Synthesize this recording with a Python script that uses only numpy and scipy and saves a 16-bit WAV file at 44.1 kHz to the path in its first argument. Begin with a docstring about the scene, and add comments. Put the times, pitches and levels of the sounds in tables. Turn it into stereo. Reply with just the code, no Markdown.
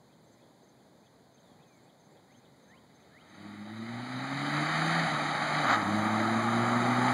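"""A quiet road beside a lawn: a small four-cylinder car pulls off the grass and accelerates towards us.
Its exhaust note, pulsed by the firings, climbs, eases, then drops at an upshift, where the tyres scuff
and squeal. Engine rush gives way to the roar of tread on asphalt, and the wheels knock on rough patches.
Before it arrives, birds whistle and chip over a hush of distant traffic and leaves.
Trees and a house front throw back soft echoes."""
import sys
import numpy as np
from scipy import signal
from scipy.fft import rfft, irfft, next_fast_len
from scipy.io import wavfile
from scipy.ndimage import uniform_filter1d, map_coordinates

SR = 44100
rng = np.random.default_rng(int(sys.argv[2]) if len(sys.argv) > 2 else 0)


def unload_wav(signal):
    """Save mono or channel-first audio to the path in sys.argv[1] as 16-bit WAV at rate SR, clipped to [-1, 1]."""
    wavfile.write(
        sys.argv[1],
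        SR,
        np.round(np.clip(np.atleast_2d(signal).T, -1, 1) * 32767).astype(np.int16),
    )


N = 314433

# The revs climb in first gear, ease, drop at the upshift and climb again: time_s, firing_hz
REVS = [(3.09, 80.7), (3.26, 92.7), (3.44, 102.6), (3.64, 104.1), (3.87, 115.6), (4.27, 133.7), (4.52, 147),
        (4.98, 166.7), (5.14, 150.4), (5.22, 149), (5.595, 152), (5.74, 111.5), (5.83, 100.1),
        (5.97, 105.9), (6.56, 116.1), (7.1, 125.7)]
# Engine load against a hard pull: time_s, load_db
THROTTLE = [(2.499, -25), (2.8, -15), (3.05, -22), (3.34, -11), (3.46, -1), (3.62, -2), (3.82, 0.5),
            (4.27, -4), (4.47, -2), (4.7, -4), (4.9, -2), (5.1, -6), (5.44, -11), (5.57, -4), (5.68, -8),
            (5.97, -1), (6.2, -1.5), (7.13, 1.5)]
# The car's fader ride as it approaches: time_s, level_db
APPROACH = [(0, -40), (2.7, -27), (3.2, -20), (3.38, -14), (3.65, -13), (4.15, -5.5), (4.55, 0.5),
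            (4.95, 1.5), (5.25, 0), (5.6, 1.5), (5.9, 1), (6.85, 0), (7.13, 1)]
# What the silencer passes of each harmonic: pitch_hz, gain_db
SILENCER = [(75, 10), (100, 0.5), (118, 1.5), (140, -0.5), (165, 2), (205, 0), (250, -1.5), (288, 0.5),
            (312, -5), (345, -8.5), (375, -16), (405, -33), (500, -23)]
# Faint exhaust tones between the harmonics: firing_multiple, level_db
WEAK_ORDERS = [(1.25, -41), (1.5, -17), (1.75, -23.5), (2.25, -27), (2.5, -22), (3.5, -30)]
# The lawn swallows the low mids: pitch_hz, gain_db
GRASS_LOSS = [(270, 1), (310, -5), (335, -5)]
# Lawn loss and house echo fade as the car draws close: time_s, share
FAR_SHARE = [(5.1, 0.8), (5.8, 0.047)]
# Low rumble of exhaust gas and drive train: frequency_hz, level_db
RUMBLE_SPECTRUM = [(20, -27), (50, -26), (85, -2), (130, -1), (290, 1), (360, -6), (450, -26), (580, -9.5),
                   (900, -9), (1500, -42.5)]
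# Rush from under the bonnet: frequency_hz, level_db
ENGINE_SPECTRUM = [(200, -94), (450, -12.5), (750, 1.5), (1020, -4.5), (1230, 3.5), (1550, -1), (2000, 0),
                   (3000, -6.5), (3400, -7.5), (4500, -11), (5200, -21.5), (10000, -23.5), (12500, -58),
                   (15500, -56)]
# Roar of rolling tread: frequency_hz, level_db
TREAD_SPECTRUM = [(200, -2), (450, -10), (620, -0.5), (820, 4.5), (1020, -2.5), (1230, 4), (1550, -5.5),
                  (2100, -8.5), (3000, -16.5), (3400, -16), (4500, -33), (5200, -25.5), (10000, -27),
                  (15000, -61)]
# Rubber scuffed or struck: frequency_hz, level_db
RUBBER_SPECTRUM = [(150, -18), (450, -6), (750, 3.5), (1000, 4), (1350, 7), (2000, 0), (3100, -3.5),
                   (4200, -12.5), (5200, -17.5), (7200, -21.5), (10000, -41), (15000, -75)]
# The narrow band of a tyre squeal: frequency_hz, level_db
SQUEAL_SPECTRUM = [(700, -35), (1100, -2), (1300, 0), (1500, -8.5), (2000, -19), (4000, -70)]
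# Wheels hitting rough patches: start_s, level_db
KNOCKS = [(5.815, -26), (6.2, -26.5), (6.613, -40), (7.081, -24)]
# Far songbirds' slurs: start_s, length_s, start_hz, end_hz, bend_exponent, level_db
WHISTLES = [(1.417, .135, 3900, 3130, .9, -77), (1.58, .225, 2950, 2110, .62, -71),
            (2.717, 0.061, 1057, 1054, 1, -64)]
# Whistles that climb and flick upward: start_s, length_s, start_hz, level_db
UPSLURS = [(2.272, .097, 1750, -62.5), (2.663, 0.13, 1525, -59), (3.099, .131, 1530, -57),
           (3.57, 0.11, 1730, -65)]
# A bird's two-part chips: time_s, level_db
CHIPS = [(.135, -73), (.432, -71), (.805, -76), (1.073, -70.5), (1.39, -73), (1.638, -69), (1.902, -71),
         (2.178, -72), (2.46, -71), (2.721, -74), (3.035, -73)]
# Tiny rising bird ticks: start_s
TICKS = [.235, .31, 1.761, 1.83, 2.108]
# A small bird's pairs of thin pips: start_s
PIP_PAIRS = [.26, .62, .99, 1.33, 1.665, 1.985, 2.305, 2.62, 2.94, 3.28]
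# Hush of distant traffic: frequency_hz, level_db
TRAFFIC_SPECTRUM = [(25, -22), (45, -22), (75, 0.5), (140, 2), (250, -5.5), (420, -12), (800, -15),
                    (1300, -24), (2000, -23.5), (2900, -26.5), (4200, -25.5), (5600, -28.5), (10000, -34.5),
                    (15000, -42.5)]
# Soft rustle of leaves: frequency_hz, level_db
LEAF_SPECTRUM = [(60, -26), (200, 13.5), (450, 18.5), (800, 16), (1300, 0.5), (2300, -26), (3400, -14),
                 (5000, -30), (15000, -40)]
# Echo tail from trees and houses: frequency_hz, t60_s
ECHO_DECAY = [(150, 0.66), (2000, 0.091), (10000, 0.086)]
# Peaks and dips of the microphone's housing: centre_hz, width_hz, gain_db
HOUSING = [(1003, 40, -5), (1864, 117, 2), (2570, 170, -4), (2990, 370, 3.5), (3420, 150, -6.5),
           (3880, 214, 4.5), (4660, 170, 6), (4880, 82, 4), (6370, 80, -11.5), (6280, 230, 10.5),
           (7220, 160, 5), (7900, 300, -10), (7900, 120, -5), (9620, 130, -12)]
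# Phase lead of the left channel, for the car: frequency_hz, lead_rad
CAR_LEAD = [(30, 3), (60, 3), (110, 2.65), (160, 2.2), (220, 1.15), (400, 1.2), (480, -1), (600, -.3),
            (800, 0)]
# The car's width, side against mid: frequency_hz, side_db
CAR_WIDTH = [(2000, -9.5), (2400, -8.5), (2750, -4), (3400, 6), (4200, 3.5)]
# The car's pan: frequency_hz, left_minus_right_db
CAR_BALANCE = [(60, -7.5), (120, 4.5), (220, 6.5), (380, 4.5), (500, -3.5), (800, -2), (1500, -3),
               (2400, -3), (2730, 0), (3050, -6), (3700, -12.5), (4050, 0.5), (4600, -4), (5000, 7.5),
               (5550, 0), (6400, -2), (7300, -2), (8200, -0.5)]
# Phase lead of the left channel, for far sounds: frequency_hz, lead_rad
FAR_LEAD = [(30, 3.05), (70, 3), (110, 2.65), (160, 2.2), (230, 1.2), (420, 1.1), (520, .3), (800, 0)]
# Width of far sounds, side against mid: frequency_hz, side_db
FAR_WIDTH = [(2000, -1), (3400, .5)]
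# Pan of far sounds: frequency_hz, left_minus_right_db
FAR_BALANCE = [(60, -5), (120, 3.5), (220, 5.5), (380, 1.5), (500, -3.5), (800, -1), (1500, -5),
               (2400, -2.5), (2730, -2), (3200, -7), (3700, -5), (4500, -1), (5500, -2)]
# Scattered sound in the side signal: frequency_hz, power_share
SCATTER = [(1800, .1), (3000, 0.16), (3800, 0.94)]

SHIFT_S = 5.708  # second gear bites


def exhaust(firings, firing_hz, load_db, note_db=-30, rumble_db=-38.5):
    """Firings drive three harmonics through the silencer and puff gas; unequal cylinders add weak tones."""
    far = curve(FAR_SHARE)

    def order(k, db):
        lawn_db = far * along(GRASS_LOSS, k * firing_hz)
        return np.sqrt(2) * amp(db + lawn_db) * np.sin(2 * np.pi * k * firings)

    note = np.zeros(N)
    for k in (1, 2, 3):
        # higher harmonics dull off the throttle and flutter harder
        overtone_db = (k - 1) * (0.48 * np.minimum(load_db, 0) + 1.5 * wobble(90))
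        note += order(k, along(SILENCER, k * firing_hz) + overtone_db + 0.83 * wobble(22))
    weak = sum(order(k, db) * wobble(25) for k, db in WEAK_ORDERS)
    puffs = 1 + 0.22 * np.cos(2 * np.pi * firings)
    uneven = amp(0.81 * wobble(70))  # no two firings are equally strong
    rumble = amp(rumble_db + 0.37 * load_db) * unit(puffs * noise(RUMBLE_SPECTRUM, patchy_db=2.0))
    return amp(note_db + load_db) * (uneven * note + weak) + rumble


def firing_count(firing_hz, jitter=0.0032, grab_jitter=0.055, grab_s=0.073):
    """The cylinders fire a little unsteadily, and stumble while the clutch grabs."""
    grab = np.exp(-((np.arange(N) / SR - SHIFT_S) / grab_s) ** 2)
    return np.cumsum(firing_hz * (1 + jitter * wobble(18) + grab_jitter * grab * wobble(90))) / SR


def engine(firings, firing_hz, load_db, db_per_octave=12.5, reference_hz=136.3):
    """Intake, fan and valve gear rush with revs and load, pulsing with each firing and crank turn."""
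    pulse = amp(0.39 * np.cos(2 * np.pi * firings) + 0.28 * np.cos(np.pi * firings) + 0.62 * wobble(150))
    level_db = -35 + db_per_octave * np.log2(firing_hz / reference_hz) + 0.11 * load_db
    return amp(level_db + 0.19 * wobble(16)) * unit(pulse * noise(ENGINE_SPECTRUM, patchy_db=0.92))


def tyres(start_s=3.16, rise_s=4.21, db_per_doubling=6.5):
    """Tread roars on coarse asphalt, swelling as the car evenly gathers speed."""
    speed = np.maximum((np.arange(N) / SR - start_s) / rise_s, .01)
    level_db = -29 + db_per_doubling * np.log2(speed)
    grain = amp(0.52 * wobble(170) + 0.34 * wobble(13))
    return amp(level_db) * unit(grain * noise(TREAD_SPECTRUM, patchy_db=0.5))


def upshift(rise_db_per_s=125, hold_s=0.033, fall_db_per_s=400, squeal_lag_s=0.025):
    """The gear bites: rubber scuffs ever harder, squeals briefly and grips; the drive train shudders."""
    def slip(t):
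        return amp(rise_db_per_s * np.minimum(t, 0) - fall_db_per_s * np.maximum(t - hold_s, 0))

    t = np.arange(N) / SR - SHIFT_S
    scuff = amp(-24) * unit(amp(2.2 * wobble(400)) * noise(RUBBER_SPECTRUM, patchy_db=0.5))
    squeal = amp(-27) * noise(SQUEAL_SPECTRUM, patchy_db=1.5)
    shudder = amp(-33) * noise(RUMBLE_SPECTRUM, patchy_db=3.5)
    return slip(t) * (scuff + shudder) + slip(t - squeal_lag_s) * squeal


def wheel_knocks(attack_s=0.00089, t60_s=0.052):
    """The wheels hit rough patches, each a short burst of rubbery noise."""
    envelope, t = np.zeros(N), np.arange(SR // 5) / SR
    for start_s, db in KNOCKS:
        add(envelope, start_s, amp(db - 60 * t / t60_s) * (1 - np.exp(-t / attack_s)))
    return envelope * noise(RUBBER_SPECTRUM, patchy_db=-2.5)


def whistling_birds(glide_hz_per_s=5400, flick_hz=1176, flick_lead_s=0.033, flick_width_s=0.0118):
    """Songbirds slur clear whistles; the rising ones swell as they climb, then flick upward."""
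    song = np.zeros(N)
    for start_s, length_s, start_hz, end_hz, bend, db in WHISTLES:
        add(song, start_s, amp(db) * bird_note(length_s, start_hz, end_hz, bend))
    for start_s, length_s, start_hz, db in UPSLURS:
        t = np.arange(int(length_s * SR)) / SR
        flick = flick_hz / (1 + np.exp((length_s - flick_lead_s - t) / flick_width_s))
        hz = start_hz + glide_hz_per_s * t + flick
        swell = amp(10.5 * (t / length_s - 1)) * np.abs(np.sin(np.pi * t / length_s)) ** .75
        add(song, start_s, amp(db) * 2 * swell * np.sin(2 * np.pi * np.cumsum(hz) / SR))
    return song


def chipping_birds(pip_gap_s=0.052):
    """Small birds deep in the trees: chips that slide up into a rasp, rising ticks and paired pips."""
    song = np.zeros(N)
    for s, db in CHIPS:
        add(song, s - .055, amp(db - 2) * bird_note(.045, 2100, 2680, bend=.7, rasp=.015))
        add(song, s - .015, amp(db) * bird_note(.02, 3750, 3150, bend=.6, rasp=.065))
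    for s in TICKS:
        add(song, s, amp(-74.5) * bird_note(.02, 7000, 7800))
    for s in PIP_PAIRS:
        for pip_s in (s, s + pip_gap_s):
            add(song, pip_s, amp(-77 + 2 * rng.normal()) * bird_note(.034, 6310, 6350, rasp=.021))
    return song


def bird_note(length_s, start_hz, end_hz, bend=1, rasp=0):
    """One gliding note that swells towards its end; bend curves the glide, rasp shakes the pitch."""
    u = np.linspace(0, 1, int(length_s * SR))
    shake = rasp * unit(uniform_filter1d(rng.standard_normal(len(u)), size=30))
    glide = (u + 2 * u ** bend) / 3
    hz = (start_hz + (end_hz - start_hz) * glide) * (1 + shake)
    swell = np.abs(np.sin(np.pi * u ** 1.8)) ** 0.39
    return 2 * swell * np.sin(2 * np.pi * np.cumsum(hz) / SR)


def traffic():
    """Distant traffic blurs into a low, faintly wavering hush."""
    return amp(-56.5 + 0.37 * wobble(8.2)) * noise(TRAFFIC_SPECTRUM, patchy_db=-0.2)


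def leaves():
    """Leaves rustle in drifting patches, different on each side."""
    return amp(-65) * noise(LEAF_SPECTRUM, patchy_db=3.0)


def house_front(x, delay_s=.102, top_hz=170):
    """A house front slaps back the exhaust's bass, which beats with the direct note until the car nears."""
    late = filtered(x, lambda hz: np.exp(-2j * np.pi * hz * delay_s) / (1 + (hz / top_hz) ** 10))
    return amp(-7.5) * curve(FAR_SHARE) * late


def tree_echo(x):
    """Trees and houses scatter a diffuse two-channel tail whose treble dies first."""
    hz, t, spectra = signal.stft(rng.standard_normal((2, SR // 2)), SR, nperseg=256)
    decay = amp(-60 * t / along(ECHO_DECAY, hz)[:, None])
    tail = signal.istft(spectra * decay, SR, nperseg=256)[1]
    return signal.fftconvolve(x[None], tail / np.linalg.norm(tail[0]), axes=1)[:, :N]


def housing(x):
    """The microphone's housing ripples the spectrum of sound from straight ahead."""
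    def ripple_db(hz):
        return sum(db * np.exp(-((hz - centre) / width) ** 2) for centre, width, db in HOUSING)
    return filtered(x, lambda hz: amp(ripple_db(hz)))


def stereo_spread(x, lead_table, width_table, balance_table, comb_hz=2755):
    """Direct and scattered sound spread to left and right: opposed in the bass, by turns mid and side higher
    up."""
    def response(hz):
        turn = np.pi * np.maximum(hz / comb_hz - .5, 0)
        mid, side = np.cos(turn), np.sin(turn) * amp(along(width_table, hz))
        share = np.clip(along(SCATTER, hz), 0, 1)
        sign = np.array([[1], [-1]])  # left, right
        direct = mid - 1j * sign * side * np.sqrt(1 - share)
        scattered = sign * side * np.sqrt(share)
        lead = along(lead_table, hz)
        phase = np.exp(1j * np.array([lead, 0 * lead]))
        pan = amp(sign * along(balance_table, hz) / 2)
        pan /= np.sqrt(np.mean(pan ** 2, axis=0)) * np.hypot(mid, side)  # constant power
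        return pan * phase * np.array([direct, scattered])
    return filtered(x[:, None], response).sum(axis=0)


def amp(db):
    """Decibels to gain."""
    return 10 ** (np.asarray(db) / 20)


def unit(x):
    """Scale to rms 1."""
    return x / np.sqrt(np.mean(x ** 2) + 1e-20)


def along(points, hz):
    """Read a table over frequency on a log axis."""
    knots_hz, values = np.transpose(points)
    return np.interp(np.log(hz + 1), np.log(knots_hz + 1), values)


def curve(points):
    """An automation lane: a table over time, read at every sample."""
    return np.interp(np.arange(N) / SR, *np.transpose(points))


def wobble(rate_hz):
    """A smooth random curve, rate_hz knots a second."""
    knots = rng.standard_normal(int(N * rate_hz / SR) + 4)
    return map_coordinates(knots, [np.arange(N) * rate_hz / SR])


def filtered(x, response):
    """Shape x with a complex response of frequency."""
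    size = next_fast_len(N + SR // 2)
    return irfft(rfft(x, size) * response(np.fft.rfftfreq(size, 1 / SR)), size)[..., :N]


def high_pass(x, corner_hz):
    """A gentle bass roll-off."""
    return filtered(x, lambda hz: hz / np.hypot(hz, corner_hz))


def noise(spectrum, patchy_db):
    """Two unrelated coloured noises (direct and scattered) of rms 1 with drifting patches of gain."""
    spectra = signal.stft(rng.standard_normal((2, N)), nperseg=512)[2]
    patches = uniform_filter1d(rng.standard_normal(spectra.shape[1:]), size=5, axis=0)
    patches = uniform_filter1d(patches, size=14, axis=1)
    patchy = signal.istft(spectra * amp(patchy_db * unit(patches)), nperseg=512)[1][:, :N]
    return unit(filtered(patchy, lambda hz: amp(along(spectrum, hz))))


def add(track, start_s, sound):
    """Mix a sound into a track at start_s."""
    part = track[max(0, round(start_s * SR)):][:len(sound)]
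    part += sound[:len(part)]


def scene():
    """The approaching car up front; birds, echoes, traffic and leaves behind it."""
    firing_hz, load_db, approach_db = curve(REVS), curve(THROTTLE), curve(APPROACH)
    firings = firing_count(firing_hz)
    near = amp(approach_db)
    rush = near * (engine(firings, firing_hz, load_db) + tyres()) + upshift() + wheel_knocks()
    rush = high_pass(rush, corner_hz=169)  # small sources radiate little bass
    note = near * exhaust(firings, firing_hz, load_db)
    car = housing(stereo_spread(note + house_front(note) + rush, CAR_LEAD, CAR_WIDTH, CAR_BALANCE))
    whistles, chips = whistling_birds(), chipping_birds()
    hiss = high_pass(high_pass(rush[0], corner_hz=3000), corner_hz=3000)
    hiss_send = amp(-6 - 0.57 * approach_db)  # wetter while the car is far away
    echo = tree_echo(hiss_send * hiss + amp(-11) * whistles + amp(-2.5) * chips)
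    background = stereo_spread(whistles + chips + echo + traffic(), FAR_LEAD, FAR_WIDTH, FAR_BALANCE)
    return car + background + leaves()


def record(dry, low_cut_hz=55, top_hz=15700):
    """The microphone rolls off the deep bass and keeps nothing above top_hz."""
    return filtered(dry, lambda hz: hz ** 2 / np.hypot(hz ** 2, low_cut_hz ** 2) * (hz < top_hz))


dry = scene()
out = record(dry)
unload_wav(out)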